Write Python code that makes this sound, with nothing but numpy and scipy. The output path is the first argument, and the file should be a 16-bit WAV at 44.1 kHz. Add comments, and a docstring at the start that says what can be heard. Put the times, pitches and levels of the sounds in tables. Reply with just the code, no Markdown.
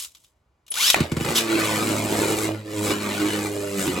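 """A toy top spins in a plastic bowl inside a cardboard box, heard through a stereo microphone pair.
Its geared cord launcher clicks, squeaks and whines up in pitch; the top snaps free and bounces into
the bowl while the cord rattles back. As the top circles, its unbalance hums through the bowl and its
tip grinds over the plastic, rough on the fast stretches and almost smooth where it slows high on the
slope. The close walls of the box add a short tail, with a quiet room behind."""
import sys
import numpy as np
from scipy import signal
from scipy.fft import rfft, irfft, next_fast_len
from scipy.io import wavfile
from scipy.ndimage import uniform_filter1d, map_coordinates

SR = 44100
rng = np.random.default_rng(int(sys.argv[2]) if len(sys.argv) > 2 else 0)


def bounce(signal):
    """Save signal as a 16-bit WAV file at the path given by the first command-line argument."""
    frames = np.transpose(np.atleast_2d(signal))
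    limited = np.clip(frames, -1, 1)
    pcm = np.round(limited * 32767).astype(np.int16)
    wavfile.write(sys.argv[1], SR, pcm)


N = 176400

# Colour of the launcher's case. Each row: frequency in Hz, relative level in dB.
CASE_SPECTRUM = [(300, -18.5), (800, -18), (1100, -9), (2200, -7.5), (2950, 1.5), (3800, 2), (4300, -3),
                 (8600, -4), (11500, -5.5), (15500, -15.5)]
# Midrange of the tip on the bowl. Each row: frequency in Hz, relative level in dB.
GRIND_SPECTRUM = [(450, -48), (850, -2), (1500, 0.5), (2600, -1.5), (3300, -5.5), (4100, -4), (4800, -9),
                  (8000, -23.5)]
# Treble of the tip and of the cord. Each row: frequency in Hz, relative level in dB.
HISS_SPECTRUM = [(2500, -61), (4200, -8), (6500, -1.5), (7500, 4), (8800, 2.5), (11500, -3.5), (16000, -9)]


def amp(db):
    return 10 ** (np.asarray(db) / 20)


def unit(x):
    return x / np.sqrt(np.mean(x ** 2) + 1e-20)


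def clock():
    return np.arange(N) / SR


def along(points, hz):
    """Read (Hz, value) points on a log frequency axis."""
    knots_hz, values = np.transpose(points)
    return np.interp(np.log(hz + 1), np.log(knots_hz + 1), values)


def gains(rows):
    """One gain curve for each dB column after the time column, silent outside the table."""
    times, *columns = np.transpose(rows)
    times = np.r_[times[0] - .01, times, times[-1] + .02]
    return [amp(np.interp(clock(), times, np.r_[-120, db, -120])) for db in columns]


def wobble(rate):
    """A smooth random curve, rate knots a second."""
    return map_coordinates(rng.standard_normal(int(N * rate / SR) + 4), [clock() * rate])


def filtered(x, response):
    """x through a response given as a function of Hz."""
    size = next_fast_len(N + SR // 2)
    return irfft(rfft(x, size) * response(np.fft.rfftfreq(size, 1 / SR)), size)[..., :N]


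def coloured(x, spectrum):
    """x through a body with this spectrum, at rms 1."""
    return unit(filtered(x, lambda hz: amp(along(spectrum, hz))))


def noise(spectrum):
    return coloured(rng.standard_normal(N), spectrum)


def grains(rate):
    """Tiny impacts of random size, about rate a second."""
    return unit((rng.random(N) < rate / SR) * rng.standard_normal(N))


def once_a_turn(turns, depth):
    """A gate of rms 1 that peaks once in every turn."""
    return np.exp(depth * np.cos(2 * np.pi * turns)) / np.sqrt(np.i0(2 * depth))


def decay(start, t60, attack_s):
    """Envelope of a blow."""
    t = np.maximum(clock() - start, 0)
    return amp(-60 * np.minimum(t / t60, 3)) * (1 - np.exp(-t / attack_s))


def swell(centre, length, db):
    """A smooth rise and fall around one moment."""
    return amp(db) * np.exp(-2 * ((clock() - centre) / length) ** 2)


def ring(modes, start, attack_s):
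    """Damped modes struck at one moment, a little differently each time."""
    t = np.arange(SR // 3) / SR
    tone = sum((-1) ** k * amp(db + rng.normal(0, 1.0) - 60 * t / t60) * np.sin(2 * np.pi * hz * t)
               for k, (hz, db, t60) in enumerate(modes))
    attack = 1 - np.exp(-t / attack_s)
    return np.r_[np.zeros(round(start * SR)), tone * attack, np.zeros(N)][:N]


def room_tone():
    """The quiet room around the box, mostly low rumble."""
    # Each row: frequency in Hz, relative level in dB.
    room_spectrum = [(20, -31), (59, 1.5), (200, -15.5), (1000, -20.5), (15000, -49)]
    return amp(-68.5) * noise(room_spectrum)


def launcher():
    """Gear teeth whine and the ratchet rattles ever faster; the cord winds in before and after."""
    # Gear speed in the pull. Each row: time in seconds, tooth rate in Hz.
    tooth_rate = [(0.714, 200), (.745, 420), (.76, 570), (.8, 1050), (.84, 1490), (0.88, 1820),
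                  (0.909, 1950)]
    # Gear whine. Each row: multiple of the tooth rate, relative level in dB.
    whine_partials = [(1, -13), (2, -5.5), (3, -10)]
    # The cord settling, pulled, then winding back. Each row: time in seconds, relative level in dB.
    settle_levels = [(0, -33), (.04, -36.5), (.06, -41), (.075, -50.5), (.14, -64), (.25, -62), (.34, -82),
                     (.48, -95)]
    pull_levels = [(.705, -56), (.745, -46), (.78, -28), (.815, -20), (.88, -17.5), (.908, -20),
                   (.913, -26), (.938, -22.5), (.95, -37)]
    rewind_levels = [(1.344, -38), (1.356, -21.5), (1.365, -20.5), (1.373, -19), (1.386, -17),
                     (1.395, -22.5), (1.402, -24), (1.425, -35)]
    (settle,), (pull,), (rewind,) = gains(settle_levels), gains(pull_levels), gains(rewind_levels)
    teeth = np.cumsum(np.interp(clock(), *np.transpose(tooth_rate)) * (1 + .015 * wobble(180))) / SR
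    ratchet = once_a_turn(teeth / 6, depth=0.19)  # one click every six teeth
    rattle = coloured(grains(30000) * ratchet * once_a_turn(teeth, depth=0.53), CASE_SPECTRUM)
    driven = clock() < tooth_rate[-1][0]  # the gears stop when the cord runs out
    whine = driven * sum(amp(db + 3.5 * wobble(70)) * np.sin(2 * np.pi * k * teeth + .3 * wobble(500))
                         for k, db in whine_partials)
    spool = grains(16000) * amp(2.6 * wobble(299.5))
    case, cord = coloured(spool, CASE_SPECTRUM), coloured(spool, HISS_SPECTRUM)
    settling = settle * (amp(-3.5) * case + amp(-6.5) * cord)
    return settling + pull * (amp(-1) * rattle + whine) + rewind * case


def ratchet_clicks():
    """Single clicks of the ratchet sound through the launcher's case."""
    # Each row: start in seconds, level in dB.
    clicks = [(0.149, -42), (.169, -52), (.245, -51.5), (.665, -50), (0.68, -43), (0.718, -29), (.74, -24),
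              (.754, -24.5), (0.764, -28), (0.773, -25.5), (0.782, -25), (0.9007, -8)]
    blows = sum(amp(db) * decay(start, t60=0.046, attack_s=0.00027) for start, db in clicks)
    return blows * noise(CASE_SPECTRUM)


def squeak():
    """Plastic gives one thin, rising squeak as the cord tightens."""
    start_s, length_s, pitch_hz, rise_hz_per_s = .702, 0.0226, 9940, 9000
    t = clock() - start_s
    envelope = np.interp(t, [0, .004, length_s - .003, length_s + 0.00202], [0, 0.98, 1.56, 0])
    return amp(-25) * envelope * np.sin(2 * np.pi * (pitch_hz + rise_hz_per_s * t / 2) * t)


def snap():
    """The top snaps off the launcher with a double crack and a short ring."""
    # Each row: frequency in Hz, relative level in dB, seconds to fall 60 dB.
    snap_modes = [(737, -6, 0.012), (1380, -18, 0.023), (1910, -9, 0.015), (2500, -9, .012),
                  (3670, -16, 0.0076)]
    start_s, gap_s = .9437, .0017
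    cracks = sum(decay(start, t60=.008, attack_s=.0001) for start in (start_s, start_s + gap_s))
    ringing = ring(snap_modes, start_s, attack_s=0.00033)
    return amp(2.5) * ringing + amp(-14.5) * cracks * noise(CASE_SPECTRUM)


def bounces():
    """The top lands, bounces and later bumps the bowl, each time with a low thump and a clack."""
    # Each row: start in seconds, relative thump and clack levels in dB.
    hits = [(0.958, -27, -20.5), (1.003, -10.5, -19), (1.1168, -16, -23.5), (1.166, -18, -25),
            (1.207, -18.5, -24), (1.247, -23.5, -22), (1.285, -22.5, -25), (3.199, -28.5, -24.5),
            (3.876, -22, -23.5)]
    # Modes of the bowl. Each row: frequency in Hz, relative level in dB, seconds to fall 60 dB.
    bowl_modes = [(83.3, -9.5, 0.22), (122.6, -6, 0.12), (158, -0.5, 0.099), (232.7, -2.5, 0.086),
                  (331, -2, 0.075), (440, -6.5, 0.045)]
    thumps = sum(amp(db) * ring(bowl_modes, start, attack_s=0.0028) for start, db, _ in hits)
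    clacks = sum(amp(db) * decay(start, t60=0.055, attack_s=0.0006) for start, _, db in hits)
    return thumps + clacks * (amp(-3) * noise(GRIND_SPECTRUM) + amp(-8) * noise(HISS_SPECTRUM))


def spin_turns():
    """Turns made by the top as friction slows it."""
    # Each row: time in seconds, turns a second.
    spin_rate = [(1.3, 115.5), (1.718, 107), (2.5, 107), (2.997, 102.7), (3.22, 103), (3.329, 104.3),
                 (3.549, 102), (3.748, 100), (4, 89)]
    return np.cumsum(np.interp(clock(), *np.transpose(spin_rate)) * (1 + 0.0044 * wobble(7))) / SR


def circling(x, echoes=3):
    """Echoes off the bowl's walls sweep the colour as the top circles."""
    orbit_s, first_delay_s, swing_s, echo_gain = 1.08, .0016, .0009, .3
    out = x
    for k in range(echoes):
        swing = swing_s * np.sin(2 * np.pi * (clock() / orbit_s + k / echoes))
        delay = (1 + k / 2) * first_delay_s + swing
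        out = out + echo_gain * map_coordinates(x, [(clock() - delay) * SR])
    return unit(out)


def shifting(x, patchy_db):
    """Each spot of the bowl favours other resonances, so they come and go as the top travels."""
    spectra = signal.stft(x, nperseg=1024)[2]
    patches = uniform_filter1d(rng.standard_normal(spectra.shape), size=4, axis=0)  # across frequency
    patches = uniform_filter1d(patches, size=6, axis=1)  # across time
    return unit(signal.istft(spectra * amp(patchy_db * unit(patches)))[1][:N])


def grinding(turns):
    """The tip skips over the plastic in tiny impacts that bunch once a turn."""
    # Tip on the bowl. Each row: time in seconds, relative rumble, grind and hiss levels in dB.
    contact_levels = [(0.96, -29.5, -26, -40), (1.1, -45, -46.5, -56), (1.2, -41.5, -39, -43.5),
                      (1.29, -33, -32, -35), (1.45, -39.5, -31.5, -38), (1.53, -38.5, -29, -36.5),
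                      (1.65, -33, -26.5, -31), (2.05, -32.5, -33.5, -36), (2.16, -29, -28, -31.5),
                      (2.45, -35.5, -33.5, -33), (2.5, -35, -37.5, -44.5), (2.63, -53.5, -50.5, -61),
                      (2.71, -49.5, -41.5, -45.5), (2.85, -35.5, -32.5, -31.5), (2.91, -28.5, -26.5, -32),
                      (2.95, -40, -35, -41), (3.34, -36, -30, -35), (3.57, -40, -41.5, -42),
                      (3.72, -50, -38, -40), (3.84, -37.5, -32, -29.5), (4.0, -36, -35, -45)]
    # Low end of the bowl under the tip. Each row: frequency in Hz, relative level in dB.
    rumble_spectrum = [(25, -60), (60, -13), (100, -16), (150, 1.5), (380, 0), (550, -1.5), (800, -9),
                       (1200, -16.5), (2500, -67)]
    low, mid, high = gains(contact_levels)
    bunching = .3 + .5 / (1 + (mid / amp(-40)) ** 2)  # the hiss pulses most under light contact
    hiss_pulse = once_a_turn(turns, bunching) * once_a_turn(2 * turns, depth=0.28)
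    skips = amp(0.92 * wobble(45) + 0.99 * wobble(220))
    rumble = coloured(grains(2200) * skips * once_a_turn(turns, depth=0.49), rumble_spectrum)
    grind = coloured(grains(11000) * skips * once_a_turn(turns, depth=0.38), GRIND_SPECTRUM)
    hiss = coloured(grains(16000) * skips * hiss_pulse, HISS_SPECTRUM)
    return (amp(4) * low * circling(rumble)
            + mid * shifting(circling(grind), patchy_db=2.5)
            + amp(1) * high * circling(hiss))


def hum(turns):
    """The unbalanced top pushes the bowl once a turn; the tip's chatter roughens the overtones."""
    # Each row: time in seconds, relative levels in dB of the first four multiples of the spin.
    hum_levels = [(1.25, -45.5, -33.5, -34, -38.5), (1.96, -32, -34, -32.5, -37.5),
                  (2.35, -39, -34, -33.5, -33), (2.54, -32, -48, -29.5, -35.5), (2.6, -36, -40, -55, -56),
                  (2.66, -45, -54, -38, -43.5), (2.81, -33, -34, -29.5, -31.5),
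                  (3.02, -40, -32.5, -37.5, -37), (3.39, -37, -32, -31, -39), (3.6, -36.5, -50, -34.5, -31),
                  (3.79, -43, -26, -32.5, -33.5), (3.9, -37.5, -40, -41, -48), (4.0, -43, -35, -44, -41)]
    # Higher overtones. Each row: multiple of the spin, level in dB against the fourth.
    overtones = [(5, -7), (6, -11)]
    levels = gains(hum_levels)
    partials = list(enumerate(levels, start=1)) + [(k, amp(db) * levels[-1]) for k, db in overtones]
    uneven = turns + .012 * wobble(70)
    tone = sum(gain * amp(1.6 * wobble(25.08)) * np.sin(2 * np.pi * (k * uneven + rng.random()))
               for k, gain in partials)
    return amp(1.5) * tone


def judders(turns):
    """The tip digs in on the slope and knocks once a turn, unevenly, and the bowl booms."""
    # Each row: centre in seconds, length in seconds, level in dB.
    digs = [(1.548, 0.097, -24), (2.915, 0.067, -31), (3.246, 0.068, -22.5), (3.887, 0.057, -21.5)]
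    # Boom of the bowl. Each row: frequency in Hz, relative level in dB.
    boom_spectrum = [(90, -55), (200, -13.5), (330, 10), (420, 1), (600, -40), (1500, -40)]
    knocks = once_a_turn(turns + .04 * wobble(90), depth=8) * amp(1.5 * wobble(110))
    return sum(swell(*dig) for dig in digs) * coloured(knocks, boom_spectrum)


def bowl_singing():
    """Here and there the scraping tip sets one resonance of the bowl singing for a moment."""
    # Each row: centre in seconds, pitch in Hz, level in dB.
    notes = [(1.61, 1490, -33), (2.24, 907, -33), (3.05, 1160, -35), (3.24, 1100, -36.5)]
    return sum(swell(centre, length=0.049, db=db) * np.sin(2 * np.pi * hz * clock() + wobble(70))
               for centre, hz, db in notes)


def box_at_microphones(direct):
    """Close walls add a short tail, heard by a pair whose phase difference turns through the treble."""
    # Colour of the wall echoes. 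Each row: frequency in Hz, relative level in dB.
    echo_spectrum = [(150, -25.5), (450, -11.5), (1100, -3), (2000, -4.5), (4000, -8.5), (6000, -5),
                     (8500, -11.5), (14000, -7)]
    # Balance of the pair. Each row: frequency in Hz, left over right in dB.
    balance = [(250, -0.5), (550, -5.5), (1200, 1), (3000, 3), (10000, 0)]
    # Phase between the microphones. Each row: frequency in Hz, lead of the left in radians.
    pair_phase = [(1000, .2), (1500, -1), (2300, .7), (4500, .4), (5900, -1), (6800, .2), (7950, 0),
                  (11200, -6.28), (11800, -6.28), (15150, -12.57)]
    tail_t60_s, narrow_above_hz = 0.1, 7200
    t = np.arange(SR // 4) / SR
    tail = rng.standard_normal((2, len(t))) * amp(-60 * t / tail_t60_s)
    echoes = signal.fftconvolve(direct[None], tail / np.linalg.norm(tail[0]), axes=1)[:, :N]
    common, side = filtered(echoes, lambda hz: amp(along(echo_spectrum, hz)))
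    lead = lambda hz: np.interp(hz, *np.transpose(pair_phase))
    # In the high treble the image narrows wherever the pair is in or out of phase.
    side = filtered(side, lambda hz: np.where(hz > narrow_above_hz, np.abs(np.sin(lead(hz))), 1))
    sign = np.array([[1], [-1]])  # left, right
    pair = direct + amp(-6) * common + sign * side
    return filtered(pair, lambda hz: amp(sign * along(balance, hz) / 2) * np.exp(1j * sign * lead(hz) / 2))


def scene():
    """Launcher, landing and spinning top in the box, over a quiet room."""
    turns = spin_turns()
    top = grinding(turns) + bowl_singing() + hum(turns) + judders(turns)
    launch = launcher() + ratchet_clicks() + squeak() + snap() + bounces()
    return box_at_microphones(launch + top + room_tone())


def record(dry):
    """The recorder keeps nothing above its band limit."""
    limit_hz, slope_width_hz = 16100, 400
    return filtered(dry, lambda hz: np.clip((limit_hz - hz) / slope_width_hz + .5, 0, 1))


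dry = scene()
out = record(dry)
bounce(out)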